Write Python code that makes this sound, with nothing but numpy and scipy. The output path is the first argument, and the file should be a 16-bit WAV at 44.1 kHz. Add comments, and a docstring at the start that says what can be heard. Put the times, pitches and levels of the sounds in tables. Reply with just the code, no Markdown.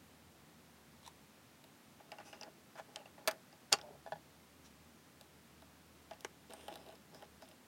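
"""Handling a sewing machine bobbin

In a quiet room, fingers work the thread bobbin in its drop-in case. It ticks against the plastic,
pops out, snaps home on the steel hook and whirrs, then scrapes round as the thread is drawn.
The hollow machine bed answers the contacts; fingers tap, bump and brush the cover and plate.
Blows ring damped modes; stick-slip jerks drive the same modes into scrapes."""
import sys
import numpy as np
from scipy import signal
from scipy.fft import rfft, irfft, next_fast_len
from scipy.io import wavfile
from scipy.ndimage import uniform_filter1d

SR = 44100
rng = np.random.default_rng(int(sys.argv[2]) if len(sys.argv) > 2 else 0)


def wav_out(sig):
    """Save sig, one row per channel (or a flat mono array), as 16-bit PCM at SR to the path in sys.argv[1]."""
    wavfile.write(sys.argv[1], SR, np.round(np.clip(np.atleast_2d(sig).T, -1, 1) * 32767).astype(np.int16))


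N = 338247
TIME_S = np.arange(N) / SR
BLOW_S = np.arange(SR // 6) / SR  # time since a blow


def amp(db):
    """Decibels to gain."""
    return 10 ** (np.asarray(db) / 20)


def unit(x):
    """Scale to rms 1."""
    return x / np.sqrt(np.mean(x ** 2) + 1e-20)


def unit_peak(x):
    """Scale the loudest 3 ms to rms 1."""
    return x / np.sqrt(uniform_filter1d(x ** 2, size=128, mode="constant").max())


def decay(t60_s):
    """Exponential decay after a blow."""
    return np.exp(-np.log(1000) * BLOW_S / t60_s)


def swell(start_s, length_s, rise_s=0.0051, fall_s=0.022):
    """Linear rise, hold, exponential release; the defaults suit a stroke."""
    rise = np.clip((TIME_S - start_s) / rise_s, 0, 1)
    return rise * np.exp(-np.maximum(TIME_S - start_s - length_s, 0) / fall_s)


def wobble(rate_hz):
    """Random curve through Gaussian knots."""
    knots = rng.standard_normal(int(N * rate_hz / SR) + 2)
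    return np.interp(TIME_S * rate_hz, np.arange(len(knots)), knots)


def log_interp(points, hz):
    """Read (frequency, value) points on a log axis."""
    knots_hz, values = np.transpose(points)
    return np.interp(np.log(hz + 1), np.log(knots_hz + 1), values)


def filtered(x, response):
    """Apply a gain given as a function of frequency."""
    size = next_fast_len(N + SR // 2)
    return irfft(rfft(x, size) * response(np.fft.rfftfreq(size, 1 / SR)), size)[:N]


def coloured(x, spectrum):
    """Shape x by a spectrum table, to rms 1."""
    return unit(filtered(x, lambda hz: amp(log_interp(spectrum, hz))))


def resonate(x, hz, t60_s):
    """One damped mode driven by x."""
    radius = np.exp(-np.log(1000) / (t60_s * SR))
    angle = 2 * np.pi * hz / SR
    return signal.lfilter([0, radius * np.sin(angle)], [1, -2 * radius * np.cos(angle), radius ** 2], x)


def burst(low_hz, high_hz, t60_s):
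    """Many close, damped modes: a decaying noise band."""
    band = signal.butter(2, [low_hz, high_hz], "bandpass", fs=SR, output="sos")
    return unit_peak(signal.sosfilt(band, rng.standard_normal(len(BLOW_S)) * decay(t60_s)))


def ring(modes, scatter_db):
    """Struck modes; strength and sign vary with where the blow lands."""
    out = np.zeros(len(BLOW_S))
    for hz, db, t60_s in modes:
        strength = rng.choice([-1, 1]) * amp(db + scatter_db * rng.standard_normal())
        out += strength * np.sin(2 * np.pi * hz * BLOW_S) * decay(t60_s)
    return unit_peak(out)


def blows(events, small_modes, large_modes, ring_db, dense_db, tick_t60_s, dense_t60_s,
          crack_db, crack_t60_s, crack_top_hz, inertia_s):
    """Each blow cracks, rings the small part and knocks the large one; its spot may colour the tick."""
    out = np.zeros(N + len(BLOW_S))
    for time_s, tick_db, knock_db, *spot_hz in events:
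        tick = burst(2500, 5940, tick_t60_s)
        tick = unit_peak(tick + amp(ring_db) * ring(small_modes, scatter_db=2.5))
        knock = ring(large_modes, scatter_db=3) + amp(dense_db) * burst(345, 2080, dense_t60_s)
        knock = unit_peak(knock * (1 - np.exp(-BLOW_S / inertia_s)))
        tick += amp(crack_db) * burst(6500, crack_top_hz, crack_t60_s)
        for hz in spot_hz:
            favoured = signal.lfilter(*signal.iirpeak(hz, Q=8.6, fs=SR), tick)
            tick = unit_peak(tick + amp(9) * favoured)
        out[round(time_s * SR):][:len(BLOW_S)] += amp(tick_db) * tick + amp(knock_db) * knock
    return out[:N]


def slips(rate_hz, spread_db):
    """Stick-slip: tiny uneven jerks at random moments."""
    impulses = (rng.random(N) < rate_hz / SR) * rng.choice([-1, 1], N)
    return unit(impulses * amp(spread_db * rng.standard_normal(N)))


# room air: (frequency [Hz], gain [dB])
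AIR_SPECTRUM = [(20, -38), (43, -20), (56, -31), (80, -5.5), (108, -7.5), (145, -3), (242, -2), (380, -9),
                (1400, -14.5), (3080, -19), (14000, -27)]
# hum swells: (start [s], length [s], level [dB])
HUM_SWELLS = [(-.05, 1.3, -73), (3.65, 3.7, -73.5)]
def background():
    """Steady room air; a low, wavering hum with its octave swells twice."""
    hum_hz = 76.5 + 4 * wobble(19)
    phase = 2 * np.pi * np.cumsum(hum_hz) / SR
    hum = unit(amp(2.3 * wobble(9.5)) * (np.sin(phase) + amp(-3) * np.sin(2 * phase)))
    envelope = sum(amp(db) * swell(start_s, length_s, rise_s=0.096, fall_s=0.11)
                   for start_s, length_s, db in HUM_SWELLS)
    air = coloured(rng.standard_normal(N), AIR_SPECTRUM)
    return amp(-63) * air + np.maximum(envelope, amp(-86.5)) * hum


# needle plate and its edge: (frequency [Hz], gain [dB], t60 [s])
PLATE_MODES = [(520, -12, .04), (931, 0, .04), (1060, -7, .03), (1890, -26, .33)]
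PLATE_EDGE_MODES = [(3650, 0, .015), (4020, 1, .015), (5800, -1, .01), (7900, -2, .008)]
# scuffs: (time [s], tick gain [dB], knock gain [dB])
PLATE_SCUFFS = [(1.0305, -63, -61), (1.0632, -53, -55), (1.0768, -50, -44.5)]
def plate_scuffs():
    """Something light scuffs and knocks on the needle plate."""
    return amp(-3) * blows(
        PLATE_SCUFFS, PLATE_EDGE_MODES, PLATE_MODES, ring_db=9, dense_db=-12, tick_t60_s=0.019,
        dense_t60_s=0.04, crack_db=-6, crack_t60_s=0.045, crack_top_hz=11600, inertia_s=0.00072)


# brushing hiss: (frequency [Hz], gain [dB])
BRUSH_SPECTRUM = [(150, -52), (600, 8.5), (2600, 3), (3800, 1), (4700, -7.5), (5700, 0), (16000, -14)]
# swishes: (centre [s], Gaussian sigma [s], level [dB], sizzle [Hz], bandwidth [Hz])
BRUSH_STROKES = [(1.062, 0.018, -60.5, 3860, 690), (2.264, 0.009, -65, 5640, 1200),
                 (2.288, .03, -69.5, 9600, 2500), (2.79, 0.012, -53, 1540, 900),
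                 (4.661, 0.012, -62.5, 5300, 2000), (6.62, 0.093, -69, 3080, 700),
                 (6.622, .075, -70.5, 9000, 600), (7.163, .02, -67.5, 5100, 350),
                 (7.435, .014, -67, 5070, 400)]
def brushing():
    """Skin and thread brush the plate: fine grains, each swish sizzling at its own pitch."""
    hiss = coloured(slips(rate_hz=3600, spread_db=1), BRUSH_SPECTRUM)
    out = np.zeros(N)
    for centre_s, sigma_s, db, sizzle_hz, width_hz in BRUSH_STROKES:
        span = np.abs(TIME_S - centre_s) < 4 * sigma_s
        envelope = np.exp(-.5 * ((TIME_S[span] - centre_s) / sigma_s) ** 2)
        peak = signal.iirpeak(sizzle_hz, sizzle_hz / width_hz, fs=SR)
        sizzle = unit(signal.lfilter(*peak, hiss[span]))
        out[span] += amp(db) * envelope * unit(hiss[span] + amp(2) * sizzle)
    return out


# bobbin rim and machine bed: (frequency [Hz], gain [dB], t60 [s])
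RIM_MODES = [(2780, -1, .015), (3050, 0, .015), (3480, -1, .011), (3830, 0, .011), (5080, -1, .013),
             (8900, -8, .009)]
BED_MODES = [(330, -15, .06), (440, -11, .055), (590, -3, .06), (648, -2, .08), (710, -5, .07),
             (835, 0, .07), (940, -4, .05), (1160, -9, .045), (1280, -11, .04), (1470, -8, .035),
             (1670, -8, .03), (1880, -10, .03)]
# catches: (time [s], tick gain [dB], knock gain [dB], spot pitch [Hz])
RIM_CATCHES = [(1.6408, -56.5, -60, 4500), (5.2111, -51.5, -56.5, 4250), (5.6211, -59.5, -56, 3470),
               (6.2073, -52, -67, 5800), (6.5056, -54, -52, 3000), (6.5355, -47, -47.5, 8900),
               (6.6812, -44.5, -39, 3000), (6.7395, -52.5, -69, 3800), (6.7566, -47, -48, 3740),
               (6.8631, -59, -57, 5100), (6.8881, -57, -53.5, 3800), (6.9245, -60, -55, 3030),
               (6.9539, -59, -65, 5060), (7.1462, -53, -55, 5050), (7.2235, -53.5, -48, 3030),
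               (7.4216, -56, -49.5, 5000), (7.4882, -58, -68, 9300)]
def rim_catches():
    """The turning bobbin catches on its rim and knocks the bed."""
    return amp(-2) * blows(
        RIM_CATCHES, RIM_MODES, BED_MODES, ring_db=4, dense_db=-11.5, tick_t60_s=0.016,
        dense_t60_s=0.064, crack_db=-1.5, crack_t60_s=0.018, crack_top_hz=14800, inertia_s=0.002)


# plastic case: (frequency [Hz], gain [dB], t60 [s])
CASE_MODES = [(2050, -7, .015), (2680, 0, .018), (2830, 1, .02), (4750, -3, .011), (5080, 1, .012),
              (5900, -3, .01), (6650, -8, .01)]
# contacts: (time [s], tick gain [dB], knock gain [dB], spot pitch [Hz])
CASE_TICKS = [(2.0004, -66, -48.5, 2000), (2.1186, -40.5, -41.5, 2080), (2.1844, -47, -45, 2400),
              (2.2004, -59, -45, 5200), (2.3291, -45.5, -44.5, 2780), (2.4114, -40.5, -45, 5340),
              (2.4244, -46, -52, 2700), (2.4329, -40.5, -46.5, 5000), (2.7546, -59, -47.5, 5000),
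              (2.964, -62, -43, 3000), (3.057, -49.5, -48.5, 2500), (3.1785, -68, -47, 2000),
              (3.5274, -54.5, -52, 5000), (6.1105, -48, -38.5, 3460), (6.134, -52, -59, 3370)]
def case_ticks():
    """The fingered bobbin touches its case; the bed answers."""
    return amp(-5) * blows(
        CASE_TICKS, CASE_MODES, BED_MODES, ring_db=8, dense_db=-7.5, tick_t60_s=0.0081,
        dense_t60_s=0.12, crack_db=-17, crack_t60_s=0.026, crack_top_hz=13000, inertia_s=0.0017)


# broad rumble of a push; bass tilt of a soft contact: (frequency [Hz], gain [dB])
PUSH_SPECTRUM = [(100, -26), (300, 1), (690, -5.5), (1000, -13), (3000, -34)]
SOFT_CONTACT_SPECTRUM = [(650, -1), (900, -3.5), (1500, -4), (3000, -2)]
def sliding(strokes, modes, slip_hz, grit_db, shift_db, push_db):
    """Stick-slip rings a part and rumbles in the bed; the moving contact favours changing modes."""
    gaps_s = np.exp(.6 * rng.standard_normal(2000)) / slip_hz
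    sizes = amp(3.5 * rng.standard_normal(2000))
    jerks = np.bincount((np.cumsum(gaps_s) * SR).astype(int), sizes, minlength=N)[:N]
    friction = unit(jerks) + amp(grit_db) * slips(rate_hz=2500, spread_db=4)
    scrape = unit(sum(amp(db + shift_db * wobble(17)) * resonate(friction, hz, t60_s)
                      for hz, db, t60_s in modes))
    push = coloured(slips(rate_hz=1500, spread_db=3), PUSH_SPECTRUM)
    bed = np.zeros(N)
    for hz, db, t60_s in BED_MODES:
        gain = amp(db + 3 * wobble(22))
        bed += gain * resonate(slips(rate_hz=900, spread_db=3), hz, .6 * t60_s)  # contact damps the ring
    rumble = coloured(unit(bed) + amp(push_db) * push, SOFT_CONTACT_SPECTRUM)
    pressure = unit(amp(3 * wobble(50)))
    return pressure * sum(swell(start_s, length_s) * (amp(rumble_db) * rumble + amp(scrape_db) * scrape)
                          for start_s, length_s, rumble_db, scrape_db in strokes)


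# drags: (start [s], length [s], rumble gain [dB], scrape gain [dB])
FINGER_DRAGS = [(2.085, 0.07, -60, -74), (2.25, 0.13, -64, -63), (2.44, 0.043, -57, -82),
                (2.88, 0.13, -60, -70.5), (3.19, 0.017, -57, -82), (3.25, 0.084, -58, -84)]
def finger_drags():
    """A fingertip drags the bobbin in its case."""
    return amp(-0.5) * sliding(FINGER_DRAGS, CASE_MODES, slip_hz=79, grit_db=5, shift_db=7, push_db=-3.5)


# hollow cover: (frequency [Hz], gain [dB], t60 [s])
COVER_MODES = [(165, -17, .1), (430, -14, .05), (590, -4, .05), (662, 0, .06), (832, 0, .048),
               (935, -3, .042), (1500, -9, .04), (1717, -7, .055), (3420, -17, .03), (4700, -19, .02)]
# bumps: (time [s], level [dB])
COVER_BUMPS = [(2.787, -50), (2.7965, -42.5), (4.062, -44), (4.074, -47), (4.1205, -35), (4.131, -41),
               (4.155, -51)]
def cover_bumps(pad_s=0.0013):
    """A soft finger pad spreads each bump into a dull thud, with a faint click of skin and nail."""
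    onset = 1 - np.exp(-(BLOW_S / pad_s) ** 2)
    out = np.zeros(N + len(BLOW_S))
    for time_s, db in COVER_BUMPS:
        thud = unit_peak(ring(COVER_MODES, scatter_db=0) * onset)
        click = amp(-19.5) * burst(2200, 5100, t60_s=0.036)
        out[round(time_s * SR):][:len(BLOW_S)] += amp(db) * (thud + click)
    return out[:N]


# clicks: (time [s], tick gain [dB], knock gain [dB])
THREAD_CLICKS = [(2.9598, -35.5, -54), (3.7873, -48.5, -46), (3.8137, -46, -52)]
def thread_clicks():
    """The taut thread slips and the bobbin clicks drily."""
    return amp(-4) * blows(
        THREAD_CLICKS, RIM_MODES, BED_MODES, ring_db=1, dense_db=-6, tick_t60_s=0.0082,
        dense_t60_s=0.071, crack_db=-19, crack_t60_s=0.0093, crack_top_hz=9800, inertia_s=0.0024)


# bobbin flanges and hollow seat: (frequency [Hz], gain [dB], t60 [s])
FLANGE_MODES = [(2350, -6, .035), (3350, -2, .022), (4620, 0, .022), (4970, 1, .022), (5950, -5, .026),
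                (6650, -5, .028), (8300, -8, .025), (9460, -8, .025)]
SEAT_MODES = [(646, -2, .07), (845, 0, .06), (1290, -6, .035), (1523, -4, .04), (1760, -6, .035)]
# pops: (time [s], tick gain [dB], knock gain [dB])
SEAT_POPS = [(3.2753, -28, -28.5), (3.2812, -31.5, -30.5), (3.2868, -41, -36), (3.3116, -43, -45)]
def seat_pops():
    """The bobbin pops out of its seat and falls back."""
    return amp(-1.5) * blows(
        SEAT_POPS, FLANGE_MODES, SEAT_MODES, ring_db=0.5, dense_db=-5, tick_t60_s=0.0048,
        dense_t60_s=0.06, crack_db=-6, crack_t60_s=0.02, crack_top_hz=15800, inertia_s=0.00067)


# steel hook and its carrier: (frequency [Hz], gain [dB], t60 [s])
HOOK_MODES = [(2550, -12, .05), (2760, -5, .04), (3215, -1, .026), (3430, -9, .03), (4585, 4, .024),
              (4920, -3, .025), (5130, 0, .016), (5400, -2, .016), (5905, -5, .022), (6780, -3.5, .036),
              (9400, -11, .02), (10500, -8, .02)]
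CARRIER_MODES = [(170, -14, .035), (440, -9, .04), (655, -6, .075), (812, 3, .055), (1165, -7, .07),
                 (1440, -1, .05), (1720, -5, .035)]
# snaps: (time [s], tick gain [dB], knock gain [dB])
HOOK_SNAPS = [(3.7185, -55, -45), (3.7228, -36, -30.5), (3.7262, -29, -32), (3.7274, -16, -35.5),
              (3.7333, -33, -29), (3.7365, -31, -31)]
def hook_snaps():
    """The bobbin snaps home and chatters, ringing the hook and knocking its carrier."""
    return amp(-2.5) * blows(
        HOOK_SNAPS, HOOK_MODES, CARRIER_MODES, ring_db=2.5, dense_db=0, tick_t60_s=0.0023,
        dense_t60_s=0.042, crack_db=-11.5, crack_t60_s=0.019, crack_top_hz=11400, inertia_s=0.00044)


# resonances rubbed by the spin: (frequency [Hz], gain [dB], t60 [s])
WHIRR_MODES = [(420, -7, .12), (592, 0, .2), (720, -6, .07), (870, -9, .045)]
def free_spin():
    """After the snap the bobbin spins on, rattling and whirring in its seat."""
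    whirr = sum(amp(db) * unit(resonate(rng.standard_normal(N), hz, t60_s))
                for hz, db, t60_s in WHIRR_MODES)
    rattle = amp(3 * wobble(110))
    envelope = swell(start_s=3.825, length_s=0.11)
    return amp(-56) * unit(whirr * rattle * envelope) * np.sqrt(np.mean(envelope ** 2))


# fingernail tick and dead thud: (frequency [Hz], gain [dB], t60 [s])
NAIL_MODES = [(2950, 4.5, 0.013), (3540, -20, 0.011), (5650, 5, 0.011), (6260, 10, 0.007)]
THUD_MODES = [(370, -1, .035), (485, 1, .03), (867, -1, .025), (1255, -1, .028), (1577, -4, .028),
              (2016, -8, .025)]
# tap: (time [s], tick gain [dB], knock gain [dB])
FINGER_TAP = [(6.2473, -37, -31)]
def finger_tap():
    """One dry tap: the nail ticks over a dead thud."""
    return amp(-6) * blows(
        FINGER_TAP, NAIL_MODES, THUD_MODES, ring_db=20, dense_db=-4.5, tick_t60_s=0.0055,
        dense_t60_s=0.028, crack_db=-7.5, crack_t60_s=0.017, crack_top_hz=11300, inertia_s=0.00058)


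# turns: (start [s], length [s], rumble gain [dB], scrape gain [dB])
THREAD_TURNS = [(6.495, 0.27, -57.5, -65), (6.76, 0.18, -57, -64.5), (7.12, 0.12, -59, -68),
                (7.405, 0.11, -67, -68)]
def thread_turns():
    """The drawn thread turns the bobbin, rubbing its rim."""
    return amp(-2) * sliding(THREAD_TURNS, RIM_MODES, slip_hz=105, grit_db=-5, shift_db=5, push_db=1.5)


# room decay: (frequency [Hz], t60 [s])
ROOM_DECAY = [(200, .25), (800, .2), (3000, .12), (12000, .08)]
def room(x):
    """Small furnished room: the treble dies first."""
    hz, time_s, noise = signal.stft(rng.standard_normal(SR // 2), SR, nperseg=256)
    envelope = np.exp(-np.log(1000) * time_s / log_interp(ROOM_DECAY, hz)[:, None])
    _, tail = signal.istft(noise * envelope, SR, nperseg=256)
    return signal.fftconvolve(x, tail / np.linalg.norm(tail))[:N]


def scene():
    """Close handling, faint reverberation and background, in mono."""
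    handling = case_ticks() + thread_clicks() + rim_catches() + seat_pops() + hook_snaps()
    handling += finger_tap() + plate_scuffs() + cover_bumps()
    handling += free_spin() + finger_drags() + thread_turns() + brushing()
    low_cut = signal.butter(1, 90, "highpass", fs=SR, output="sos")  # a gentle cut below 90 Hz
    direct = signal.sosfilt(low_cut, handling)
    return (direct + amp(-15.5) * room(direct) + background())[None]


def record(dry):
    """Brick-wall low-pass at 16 kHz."""
    return np.array([filtered(channel, lambda hz: hz < 16000) for channel in dry])


dry = scene()
out = record(dry)
wav_out(out)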